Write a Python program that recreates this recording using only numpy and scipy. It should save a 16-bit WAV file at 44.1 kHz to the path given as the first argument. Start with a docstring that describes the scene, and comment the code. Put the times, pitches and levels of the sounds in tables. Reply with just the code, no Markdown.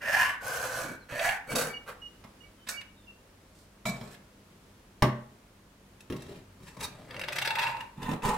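"""A hacksaw is heard first, cutting a brass key clamped to a chipboard bench; it slips out and then cuts a brass rod.
Each stroke swells, holds and eases off: one chipping force grinds the metal, rattles the frame and shakes the bench.
On a push the blade's ring climbs as its free length shortens; on a pull it holds.
Teeth snag, the blade squeaks by stick-slip, tools knock on the bench and steel clanks on the clamp.
Place: a small workshop with faint whistles, air and hum; in stereo, early reflections outweigh direct sound."""
import sys
import numpy as np
from scipy import signal
from scipy.fft import rfft, irfft, next_fast_len
from scipy.io import wavfile
from scipy.ndimage import map_coordinates

SR = 44100
rng = np.random.default_rng(int(sys.argv[2]) if len(sys.argv) > 2 else 0)


def store_wav(level_fs):
    """Save 16-bit WAV to argv[1]."""
    pcm = np.round(np.clip(np.atleast_2d(level_fs), -1, 1) * 32767)
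    wavfile.write(sys.argv[1], SR, pcm.T.astype(np.int16))


N = 369116  # length in samples

# Source levels and tones are those before the room; tones are relative where the sound is scaled to rms 1.
# colour of still air: pitch_hz, level_db (relative)
AIR_TONE = [(15, -31), (25, -1.5), (53, 0), (267, -2), (340, -5), (567, -7), (666, -9), (762, -12),
            (945, -10), (2010, -15), (3930, -19.5), (11500, -25.5), (15500, -30)]
# electrical hum: pitch_hz, level_db (before its slow wavering)
HUM = [(48.4, -70), (96.9, -68), (199.2, -70.5)]
# faint gliding whistles: start_s, length_s, start_hz, end_hz, level_db (before flutter)
WHISTLES = [(.99, .07, 4500, 3800, -71), (2.57, .09, 3120, 3050, -68), (2.96, .1, 3800, 3450, -67),
            (3.06, .08, 2820, 2660, -59)]
# likeness of diffuse sound in the two channels: pitch_hz, correlation (0 to 1)
STEREO_LIKENESS = [(100, .998), (200, .98), (350, .85), (700, .5), (2000, .2), (6000, .05), (14000, 0)]
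# tilt between the channels: pitch_hz, left_minus_right_db
STEREO_BALANCE = [(250, 0), (600, 1), (1200, -.5), (5000, -.8), (9000, -3.5), (14000, -5)]
# decay of the room's tail: pitch_hz, t60_s
ROOM_DECAY = [(120, 0.8), (500, 0.49), (2000, 0.41), (5000, 0.26), (12000, 0.23)]
# colour of the quick reflections: pitch_hz, level_db (relative)
EARLY_TONE = [(120, -8), (300, -5), (1200, -12), (3000, -5.5), (7000, -6.5), (14000, -0.5)]
# colour of the room's tail before it decays: pitch_hz, level_db (relative)
TAIL_TONE = [(150, -16), (300, -8), (600, -1.5), (2000, 0)]

# blows on the bench: start_s, level_db (before the gains of the parts), hardness_db
KNOCKS = [(.84, -47.5, -24), (.9, -47.5, -28), (1.121, -56.5, 3), (1.516, -43, -4.5), (1.533, -40.5, -8),
          (2.239, -70, 12), (2.668, -68, 4.5), (3.854, -51, 9), (3.885, -48, -3), (4.011, -53, -3.5),
          (5.022, -37.5, 8.5), (5.029, -39, -4), (5.043, -43, -1.5), (6.1, -38, -13.5), (6.123, -46, -4.5),
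          (6.292, -50, -12), (6.602, -59.5, -12), (6.767, -55.5, -3.5), (8.08, -44, -20),
          (8.113, -40, -8.5), (8.275, -45, -3)]
# ring of the bench with its clamp: pitch_hz, level_db (relative), t60_s (capped in a knock)
BENCH_MODES = [(127.4, 4.5, .6), (195, -4, 0.46), (227.3, 0.5, .5), (284.6, -16, 0.23), (372, -2.5, 0.36),
               (618, 2, 0.16), (671, -10, 0.25), (837, -6.5, 0.22), (880, -4, 0.17), (969, -1.5, 0.2),
               (1087, -4, .42), (1348, -5.5, 0.22), (1625, -17, 0.22), (1945, -15, 0.2)]
# thud of the board: pitch_hz, level_db (relative)
THUD_TONE = [(35, -27), (70, -9), (90, -10.5), (135, 5.5), (175, 5.5), (240, 1.5), (300, -1.5), (380, -4),
             (480, -5.5), (900, -48)]
# clack of the clamp: pitch_hz, level_db (relative)
CLACK_TONE = [(200, -1.5), (400, -7), (620, 5), (780, -7.5), (950, 4), (1150, 4.5), (1400, -8),
              (2000, -2.5), (2900, -13.5), (3800, -15), (5500, -24), (10000, -30)]
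# click of a hard contact: pitch_hz, level_db (relative)
CLICK_TONE = [(900, 9), (1800, 2.5), (2300, -1), (2800, 0), (3800, -3.5), (4600, -8.5), (5600, -5),
              (7500, -18), (10000, -13.5), (15800, -27)]
# steel striking the clamp: start_s, level_db (before the mode levels)
CLANKS = [(3.855, -28), (3.882, -34)]
# ring of that steel: pitch_hz, level_db (relative to the strike), t60_s
CLANK_MODES = [(627, -2, 0.17), (693, -2, 0.17), (2293, -1.5, .22), (3774, -9, 0.11), (4050, -7.5, 0.085),
               (7009, -12, 0.22), (7880, -13, .2)]

# the saw shifting on the bench: start_s, attack_s, hold_s, release_s, scrape_db, rasp_db, bench_db (at full effort)
SHIFTS = [(3.35, .24, .02, .15, -66, -64, -67), (3.87, .03, .19, .13, -46.5, -59, -50),
          (6.125, .04, .21, .07, -47, -64, -47.5), (6.83, .02, .43, .24, -51, -68, -50)]
# scrape of the shifting saw: pitch_hz, level_db (relative)
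SHIFT_TONE = [(150, -5), (330, 4.5), (480, 2), (620, 0.5), (900, -10), (1400, -12), (2500, -17),
              (3800, -20), (7000, -52)]
# squeaks of the blade: start_s, length_s, mode, level_db (before a common trim and flutter)
SQUEAKS = [(0.831, .125, "low", -48), (1.478, .06, "low", -43), (1.675, .115, "low", -44.5),
           (1.728, .06, "high", -47), (2.006, .08, "high", -46), (2.395, .06, "high", -58),
           (2.42, .06, "low", -61), (2.7, .115, "low", -44), (2.76, .045, "high", -47)]
# the two modes of the blade that stick-slip locks onto: mode -> pitch_hz (before waver)
SQUEAK_MODES_HZ = {"low": 2277, "high": 2880}
# teeth snagging on an edge: start_s, length_s (before the fall), level_db (before the part gains),
# rasp_db (added to the common rasp and steel gains)
SNAGS = [(0.463, 0.011, -42, -27), (0.53, 0.0051, -36, -14), (0.73, 0.0065, -42, -28),
         (1.124, .005, -44, -11), (1.192, 0.0074, -21.5, -30), (1.286, 0.0094, -21, -25),
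         (1.518, 0.0071, -39, -1), (1.55, 0.01, -28, 5), (1.58, .008, -31, 6), (1.613, 0.013, -33.5, 4),
         (2.666, 0.014, -33, -11), (2.686, 0.008, -27.5, 0), (2.809, 0.0062, -36.5, -9),
         (3.858, 0.014, -35.5, 7.5), (3.877, 0.022, -36, 6.5), (4.107, 0.026, -46, 2),
         (4.14, 0.0085, -42.5, -6), (6.005, .004, -48.5, 3), (6.162, 0.0051, -48, 2.5),
         (6.204, .006, -54, 0), (6.22, 0.0052, -47.5, 4.5), (6.355, 0.0046, -48, -7),
         (6.667, 0.022, -37.5, -13), (6.802, 0.01, -35, 1), (6.827, 0.026, -29, 3.5),
         (7.107, 0.0036, -36, -15), (7.142, .003, -36, -17), (7.163, 0.0039, -32.5, -16),
         (7.193, 0.0063, -30, -8), (7.212, 0.0049, -26, -14), (7.236, 0.0056, -26.5, -18),
         (7.28, 0.0081, -23.5, -13.5), (7.321, 0.011, -24.5, -9.5), (7.355, 0.014, -24, -7.5),
         (7.383, 0.0059, -20, -9.5), (7.415, 0.012, -20.5, -11), (7.447, 0.018, -20, -10.5),
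         (7.472, 0.0062, -18, -13.5), (7.502, 0.012, -19.5, -17), (7.552, 0.0062, -21, -15.5),
         (7.585, 0.014, -16.5, -15.5), (7.61, 0.021, -19.5, -15), (7.632, 0.014, -21, -16),
         (7.666, 0.0047, -23.5, -21), (7.694, 0.0099, -31, -20), (7.767, .004, -34, -20),
         (7.804, 0.0083, -30, -13), (8.027, 0.0061, -34, -6), (8.22, 0.0075, -36, -12),
         (8.246, 0.0052, -36, -6)]
# resonances of a snag, shifted and reweighted each time: pitch_hz, level_db (relative)
SNAG_TONE = [(300, -26), (600, -2.5), (780, -8), (920, 0.5), (1250, -6), (1700, 5), (1950, 1), (2200, 3.5),
             (2380, -1.5), (2650, 8), (3000, -5.5), (3600, -1), (4100, -12.5), (4600, -9.5), (7000, -39.5)]
# ring of the steel frame and blade in a snag: pitch_hz, level_db (relative, varied), t60_s (capped by the hand)
STEEL_MODES = [(3754, 10.5, 0.14), (4210, 0.5, 0.24), (6140, -6, 1.2), (6400, 2, 0.24), (6830, -3, 0.24),
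               (7720, -8, 0.95), (7800, -15, 2.7), (7910, -0.5, 0.59), (8330, -17, 0.14),
               (9160, -7.5, 0.16), (9440, -3, 0.42), (10130, -4.5, 0.35)]

# strokes of the saw, levels at full effort: kind, start_s, attack_s, hold_s, release_s,
# cut_db, rasp_db, bench_db, ring_db, climb_hz (nominal rise of the blade's ring)
STROKES = [ ("key push", 0.0, .14, 0.075, 0.16, -25, -39, -51, -30, 623),
           ("key pull", .4, 0.071, 0.092, 0.071, -34, -41, -45, -34.5, 0),
           ("key pull", .55, 0.054, 0.21, 0.17, -37, -43.5, -48.5, -37, 0),
           ("key push", 1.08, 0.14, 0.06, 0.115, -29, -41, -52, -33.5, 320),
           ("key pull", 1.465, 0.043, 0.023, 0.017, -38, -45, -43, -40, 0),
           ("key pull", 1.547, 0.005, 0.057, 0.12, -31, -35.5, -36.5, -40.5, 0),
           ("key pull", 1.86, 0.028, 0.0045, 0.049, -38.5, -51.5, -51, -59, 0),
           ("key pull", 2.68, 0.0095, 0.0036, 0.08, -42, -38, -69, -41.5, 0),
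           ("rod pull", 6.6, .07, .03, .16, -55, -60, -56, -68, 0),
           ("rod pull", 6.785, 0.046, 0.0084, 0.038, -40, -47.5, -45, -48.5, 0),
           ("rod push", 7.05, .555, .09, .19, -38.5, -51, -52, -31.5, 410),
           ("rod pull", 7.96, 0.14, 0.021, 0.057, -36, -53.5, -43, -38, 0),
           ("rod pull", 8.222, 0.012, 0.1, .05, -30.5, -43, -40, -30, 0)]
# colours of the cut, one per metal and direction: pitch_hz, level_db (relative)
KEY_PUSH_TONE = [(300, -24.5), (500, -19), (900, -7), (1250, -12), (1500, 0), (1750, 3.5), (2100, -6),
                 (2750, -10), (3300, -20.5), (4500, -28), (7000, -46.5)]
KEY_PULL_TONE = [(300, -20), (430, -6.5), (510, 1), (650, -2.5), (1200, -2.5), (1420, 1.5), (1620, -3),
                 (1850, -10.5), (2500, -11), (3500, -19), (4500, -21), (7000, -37)]
ROD_PUSH_TONE = [(300, -19), (550, -5), (1000, 5), (1300, 7), (1700, 7.5), (2100, -0.5), (2650, 1),
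                 (3050, -6), (3650, -5), (4500, -5), (7000, -36)]
ROD_PULL_TONE = [(30, 4), (65, 3), (130, 0), (220, -1), (300, -10), (410, 12.5), (520, 1.5), (740, -14),
                 (880, -3), (1020, -6), (1200, 2), (1550, -10), (1850, -7), (2600, -9.5), (4200, -17.5),
                 (7000, -37.5)]
# hiss of the teeth, on the key and in snags, then on the rod and in shifts: pitch_hz, level_db (relative)
KEY_RASP = [(2500, -33), (4500, -0.5), (5600, 2), (6650, 2), (7300, -2.5), (8070, 1.5), (9000, -5),
            (10500, -3.5), (11700, -3.5), (12800, -9), (15800, -17)]
ROD_RASP = [(2500, -28), (4200, 3), (5600, 0.5), (6650, -1.5), (7600, 0), (9000, -4), (10300, -8.5),
            (12000, -11.5), (15800, -20)]
# shaking of the bench under the saw: pitch_hz, level_db (relative)
BENCH_THRUM = [(30, -18), (55, -11), (90, -12), (130, 3.5), (190, -2), (260, -2.5), (390, -6.5),
               (520, -5.5), (900, -59.5)]
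# ring of the saw frame in a stroke: pitch_hz, level_db (relative)
FRAME_MODES = [(1567, -36), (1707, -49), (1750, -58), (1814, -32), (1965, -43), (2008, -49), (2299, -51),
               (2627, -69), (2751, -63)]
# rise from a turning point to full effort: path -> rise_db
SWINGS_DB = {"cut": 18, "rasp": 22, "bench": 7, "ring": 17}

AIR_DB = -58  # typical rms level; it drifts slowly
TOP_HZ = 15850  # band limit of the recorder
RING_PER_HARDNESS, CLICK_PER_HARDNESS = 0.89, 1  # dB gained per dB of hardness; the clack gains it in full
CLANK_JITTER_S = 3e-5  # timing spread of the loose contact
SNAG_DETUNE, SNAG_VARY_DB = .025, 2.5  # spread of the shift (ratio) and of the weights (dB)
FRAME_T60 = 0.17  # s
PRESSURE_DB, PRESSURE_RATE = 1.5, 22  # uneven pressure of the hand: spread (dB), knots a second
GLIDE_MIDDLE = 0.428  # share of a stroke at which the blade's ring climbs fastest
UPPER_MODE_RATIO = 2.64  # the blade's second bending mode over its first
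RING_DB_PER_OCTAVE = 6  # the blade rings louder as it shortens


def amp(db):
    """Decibels to gain."""
    return 10 ** (np.asarray(db) / 20)


def unit(x):
    """Scale to rms 1."""
    return x / np.sqrt(np.mean(x ** 2) + 1e-20)


def along(points, hz):
    """Read (pitch_hz, value) points on a log-frequency axis."""
    f, v = np.transpose(points)
    return np.interp(np.log(hz + 1), np.log(f + 1), v)


def add(track, s, x):
    """Mix x into the track from time s (seconds)."""
    start = max(round(s * SR), 0)
    part = track[..., start:start + x.shape[-1]]
    part += x[..., :part.shape[-1]]


def wobble(rate, n):
    """A smooth random curve, rate knots a second."""
    knots = rng.standard_normal(int(n * rate / SR) + 4)
    return map_coordinates(knots, [np.arange(n) * rate / SR])


def filtered(x, response):
    """x times a response of frequency."""
    n = x.shape[-1]
    m = next_fast_len(n + 8192)
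    hz = np.fft.rfftfreq(m, 1 / SR)
    return irfft(rfft(x, m) * response(hz), m)[..., :n]


def coloured(x, spectrum, size=2048):
    """Causal, minimum-phase filter with the given spectrum: it rings only after each pulse."""
    hz = np.fft.rfftfreq(size, 1 / SR)
    cepstrum = irfft(np.log(amp(along(spectrum, hz))))
    # folding the cepstrum forward in time makes the filter causal
    cepstrum[1:size // 2] *= 2
    cepstrum[size // 2 + 1:] = 0
    impulse = irfft(np.exp(rfft(cepstrum)))
    return signal.fftconvolve(x, impulse)[:len(x)]


def diffuse(n):
    """Stereo noise, alike in the bass and unrelated in the treble."""
    def mid_side_gains(hz):
        """Split the energy between mid and side to give the likeness."""
        turn = np.arccos(np.clip(along(STEREO_LIKENESS, hz), -1, 1)) / 2
        return np.array([np.cos(turn), np.sin(turn)])

    mid, side = filtered(rng.standard_normal((2, n)), mid_side_gains)
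    return np.array([mid + side, mid - side])


def room_tone(hum_db):
    """Still air and a faint, unsteady electrical hum."""
    t = np.arange(N) / SR
    air = unit(filtered(diffuse(N), lambda hz: amp(along(AIR_TONE, hz))))
    air = air * amp(.5 * wobble(3, N))
    hum = np.zeros(N)
    for hz, db in HUM:
        level = amp(db + 2.5 * wobble(4, N))
        hum += level * unit(np.sin(2 * np.pi * (hz * t + rng.random())))
    return amp(AIR_DB) * air + amp(hum_db) * hum


def whistles(waver, flutter_db):
    """Faint, thin tones that glide and waver in the background."""
    out = np.zeros(N)
    for s, length, start_hz, end_hz, db in WHISTLES:
        n = round(length * SR)
        hz = np.geomspace(start_hz, end_hz, n) * (1 + waver * wobble(82, n))
        swell = amp(db + flutter_db * wobble(29, n)) * signal.windows.tukey(n, .5)
        tone = np.sin(2 * np.pi * np.cumsum(hz) / SR)
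        add(out, s, swell * unit(tone))
    return out


def echo(early_db, early_t60, tail_db):
    """Quick bright reflections from the bench top, and a tail of the room that decays faster in the treble."""
    n = SR // 2

    def reflections(colour):
        return filtered(diffuse(n), lambda hz: amp(along(colour, hz)))

    hz, t, bins = signal.stft(reflections(TAIL_TONE), SR, nperseg=256)
    decay = amp(-60 * t / along(ROOM_DECAY, hz)[:, None])
    tail = signal.istft(bins * decay, SR, nperseg=256)[1][:, :n]
    tail = np.pad(tail, ((0, 0), (SR // 128, 0)))[:, :n]  # arrives about 8 ms later
    early = reflections(EARLY_TONE) * amp(-60 * np.arange(n) / SR / early_t60)
    return (amp(tail_db) * unit(tail) + amp(early_db) * unit(early)) / np.sqrt(n)


def workshop(x, direct_db, early_db, early_t60, tail_db):
    """Direct sound plus reflections, whose random pattern is renewed in overlapping windows."""
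    hop = SR // 2
    direct = amp(direct_db) * np.array([x, x])
    padded = np.pad(x, (hop, 2 * hop))
    wet = np.zeros((2, len(padded)))
    window = np.sin(np.pi * np.arange(2 * hop) / (2 * hop))
    # each window lasts one second and overlaps the next by half
    for i in range(0, N + hop, hop):
        piece = (padded[i:i + 2 * hop] * window)[None]
        add(wet, i / SR, signal.fftconvolve(piece, echo(early_db, early_t60, tail_db), axes=1))
    heard = direct + wet[:, hop:hop + N]
    sides = np.array([[.5], [-.5]])
    return filtered(heard, lambda hz: amp(sides * along(STEREO_BALANCE, hz)))


def knocks(thud_db, ring_db, clack_db, click_db, thud_t60, clack_t60, click_t60):
    """The board thuds and rings on; the harder the contact, the more it clicks and the clamp clacks."""
    out, t = np.zeros(N), np.arange(SR * 3 // 4) / SR
    contact = 1 - np.exp(-t / 0.00067)  # the force takes a moment to build

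    def puff(t60, colour):
        """A decaying burst of coloured noise."""
        burst = contact * amp(-60 * t / t60) * rng.standard_normal(len(t))
        return unit(coloured(burst, colour))

    for s, strength, hardness in KNOCKS:
        modes = np.zeros(len(t))
        for k, (hz, db, t60) in enumerate(BENCH_MODES):
            decay = amp(db + rng.normal(0, 1) - 60 * t / min(t60, .42))
            modes += decay * np.sin(2 * np.pi * hz * t) * (-1) ** k
        board = amp(thud_db) * puff(thud_t60, THUD_TONE)
        board += amp(ring_db + RING_PER_HARDNESS * hardness) * unit(modes)
        clamp = amp(clack_db + hardness) * puff(clack_t60, CLACK_TONE)
        clamp += amp(click_db + CLICK_PER_HARDNESS * hardness) * puff(click_t60, CLICK_TONE)
        add(out, s, amp(strength) * (board + clamp))
    return out


def clanks():
    """Steel strikes steel at the clamp and rings on; the loose contact roughens the ring."""
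    out, t = np.zeros(N), np.arange(SR // 2) / SR
    for s, strength in CLANKS:
        rattled = t + CLANK_JITTER_S * wobble(300, len(t))
        ring = np.zeros(len(t))
        for hz, db, t60 in CLANK_MODES:
            decay = amp(strength + db - 60 * t / t60)
            ring += decay * np.sin(2 * np.pi * (hz * rattled + rng.random()))
        add(out, s, ring)
    return out


def chips(n, rate, scatter_db, rub, chatter_db):
    """Cutting force: tiny fractures of uneven size over steady rubbing, in clumps as the blade chatters."""
    breaks = (rng.random(n) < rate / SR) * amp(scatter_db * rng.standard_normal(n))
    breaks = breaks * rng.choice([-1, 1], n)
    force = unit(breaks) + rub * rng.standard_normal(n)
    return unit(force * amp(chatter_db * wobble(111.85, n)))


def slackness(attack, hold, release, ease):
    """Per sample: 1 at the turning points, 0 at full effort; a higher ease rounds the shoulders."""
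    t = np.arange(round((attack + hold + release) * SR)) / SR
    slack = np.maximum(1 - t / attack, (t - attack - hold) / release)
    return np.clip(slack, 0, 1) ** ease


def scrape(force, slack, tone, hiss, cut_db, rasp_db, bench_db):
    """One force grinds in the metal, hisses at the teeth and shakes the bench; all three follow the effort."""
    paths = ("cut", cut_db, tone), ("rasp", rasp_db, hiss), ("bench", bench_db, BENCH_THRUM)
    sound = np.zeros(len(force))
    for path, db, colour in paths:
        sound += amp(db - SWINGS_DB[path] * slack) * unit(coloured(force, colour))
    return sound


def faded(x):
    """Soften both ends of a move."""
    return x * signal.windows.tukey(len(x), .14)


def shifts(rate, chatter_db, ease):
    """The saw slides lightly over the clamp and the board, without cutting."""
    out = np.zeros(N)
    for s, attack, hold, release, *levels in SHIFTS:
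        slack = slackness(attack, hold, release, ease)
        force = chips(len(slack), rate, scatter_db=2.5, rub=0.73, chatter_db=chatter_db)
        add(out, s, faded(scrape(force, slack, SHIFT_TONE, ROD_RASP, *levels)))
    return out


def squeaks(level_db, octave_db, waver, flutter_db):
    """Stick-slip locks onto one mode of the blade and gives a nearly pure, fluttering tone."""
    out = np.zeros(N)
    for s, length, mode, db in SQUEAKS:
        n = round(length * SR)
        hz = SQUEAK_MODES_HZ[mode] * (1 + waver * wobble(225, n))
        phase = 2 * np.pi * np.cumsum(hz) / SR
        swell = amp(db + level_db + flutter_db * wobble(116, n)) * signal.windows.tukey(n, .6)
        add(out, s, swell * unit(np.sin(phase) + amp(octave_db) * np.sin(2 * phase)))
    return out


def snags(rise, fall, chatter_db, bite_db, rasp_db, steel_db, held_t60):
    """A tooth catches and judders through ragged chips that ring the steel; the hand damps the ring."""
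    out, t = np.zeros(N), np.arange(SR // 8) / SR
    for s, length, db, rasp in SNAGS:
        burst = (1 - np.exp(-t / rise)) * np.exp(-np.maximum(t - length, 0) / fall)
        force = burst * chips(len(t), rate=1300, scatter_db=3, rub=0.41, chatter_db=chatter_db)
        steel = np.zeros(len(t))
        for hz, level, t60 in STEEL_MODES:
            decay = amp(level + rng.normal(0, 2.0) - 60 * t / min(t60, held_t60))
            steel += decay * np.sin(2 * np.pi * hz * t)
        ring = unit(signal.fftconvolve(force, steel)[:len(t)])
        bright = amp(rasp_db) * unit(coloured(force, KEY_RASP)) + amp(steel_db) * ring
        shift = 1 + SNAG_DETUNE * rng.standard_normal()
        tone = [(hz * shift, level + SNAG_VARY_DB * rng.standard_normal()) for hz, level in SNAG_TONE]
        bite = amp(bite_db) * unit(coloured(force, tone))
        add(out, s, amp(db) * (bite + amp(rasp) * bright))
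    return out


def blade(n, start_hz, climb_hz, glide_share, width_hz, upper_db):
    """The teeth keep exciting two damped bending modes, whose pitches follow the travel of the saw."""
    travel = (1 + np.tanh((np.linspace(0, 1, n) - GLIDE_MIDDLE) / glide_share)) / 2
    hz = start_hz + climb_hz * travel
    force = chips(n, rate=900, scatter_db=7.5, rub=1.0, chatter_db=3.0)

    def mode(ratio):
        """One resonance at a multiple of the pitch; higher ones are broader."""
        turn = np.exp(2j * np.pi * np.cumsum(ratio * hz) / SR)
        lowpass = signal.butter(2, ratio * width_hz / 2, fs=SR, output="sos")
        # shift the moving pitch down to zero, filter there, and shift back
        return unit((signal.sosfilt(lowpass, force / turn) * turn).real)

    loudness = amp(RING_DB_PER_OCTAVE * np.log2(hz / hz[-1]))
    return loudness * (mode(1) + amp(upper_db) * mode(UPPER_MODE_RATIO))


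def strokes(kind, tone, hiss, rate, chatter_db, ease, frame_db, ring_hz, width_hz, upper_db, glide_share=.25):
    """The teeth scrape through the cut; the frame and the blade ring along."""
    out, t = np.zeros(N), np.arange(SR // 4) / SR
    frame = sum(amp(db - 60 * t / FRAME_T60) * np.sin(2 * np.pi * hz * t) for hz, db in FRAME_MODES)
    for row_kind, s, attack, hold, release, cut, rasp, bench, ring, climb_hz in STROKES:
        if row_kind != kind:
            continue
        slack = slackness(attack, hold, release, ease)
        n = len(slack)
        force = chips(n, rate, scatter_db=2.5, rub=0.88, chatter_db=chatter_db)
        force = force * amp(PRESSURE_DB * wobble(PRESSURE_RATE, n))
        sound = scrape(force, slack, tone, hiss, cut, rasp, bench)
        frame_ring = unit(signal.fftconvolve(force, frame)[:n])
        sound += amp(cut + frame_db - SWINGS_DB["cut"] * slack) * frame_ring
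        blade_ring = blade(n, ring_hz, climb_hz, glide_share, width_hz, upper_db)
        sound += amp(ring - SWINGS_DB["ring"] * slack) * blade_ring
        add(out, s, faded(sound))
    return out


def scene():
    """Saw, bench and room together."""
    dry = strokes("key push", KEY_PUSH_TONE, KEY_RASP, rate=700, chatter_db=1.5, ease=1.25,
                  frame_db=-13.5, ring_hz=516, width_hz=139, upper_db=-7.5, glide_share=0.26)
    dry += strokes("key pull", KEY_PULL_TONE, KEY_RASP, rate=1100, chatter_db=0.5, ease=1.17,
                   frame_db=-14.0, ring_hz=1522, width_hz=180, upper_db=-30)
    dry += strokes("rod push", ROD_PUSH_TONE, ROD_RASP, rate=910, chatter_db=1.0, ease=0.75,
                   frame_db=-11, ring_hz=535, width_hz=115, upper_db=-12, glide_share=0.14)
    dry += strokes("rod pull", ROD_PULL_TONE, ROD_RASP, rate=1900, chatter_db=3.5, ease=2.33,
                   frame_db=-20, ring_hz=901, width_hz=164, upper_db=-24)
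    dry += shifts(rate=900, chatter_db=2.5, ease=0.97)
    dry += squeaks(level_db=0.5, octave_db=-19, waver=0.0019, flutter_db=3.0)
    dry += whistles(waver=0.0096, flutter_db=4.0)
    dry += snags(rise=0.0011, fall=0.0024, chatter_db=0.5, bite_db=-19.0,
                 rasp_db=-20, steel_db=-22, held_t60=0.02)
    dry += knocks(thud_db=-5.5, ring_db=-5, clack_db=-9, click_db=-9,
                  thud_t60=0.25, clack_t60=0.11, click_t60=0.026)
    dry += clanks()
    heard = workshop(dry, direct_db=-4.5, early_db=0.0, early_t60=0.045, tail_db=-8.5)
    return heard + room_tone(hum_db=0.0)


def record(dry):
    """The recorder keeps nothing above its band limit."""
    return filtered(dry, lambda hz: hz < TOP_HZ)


dry = scene()
out = record(dry)
store_wav(out)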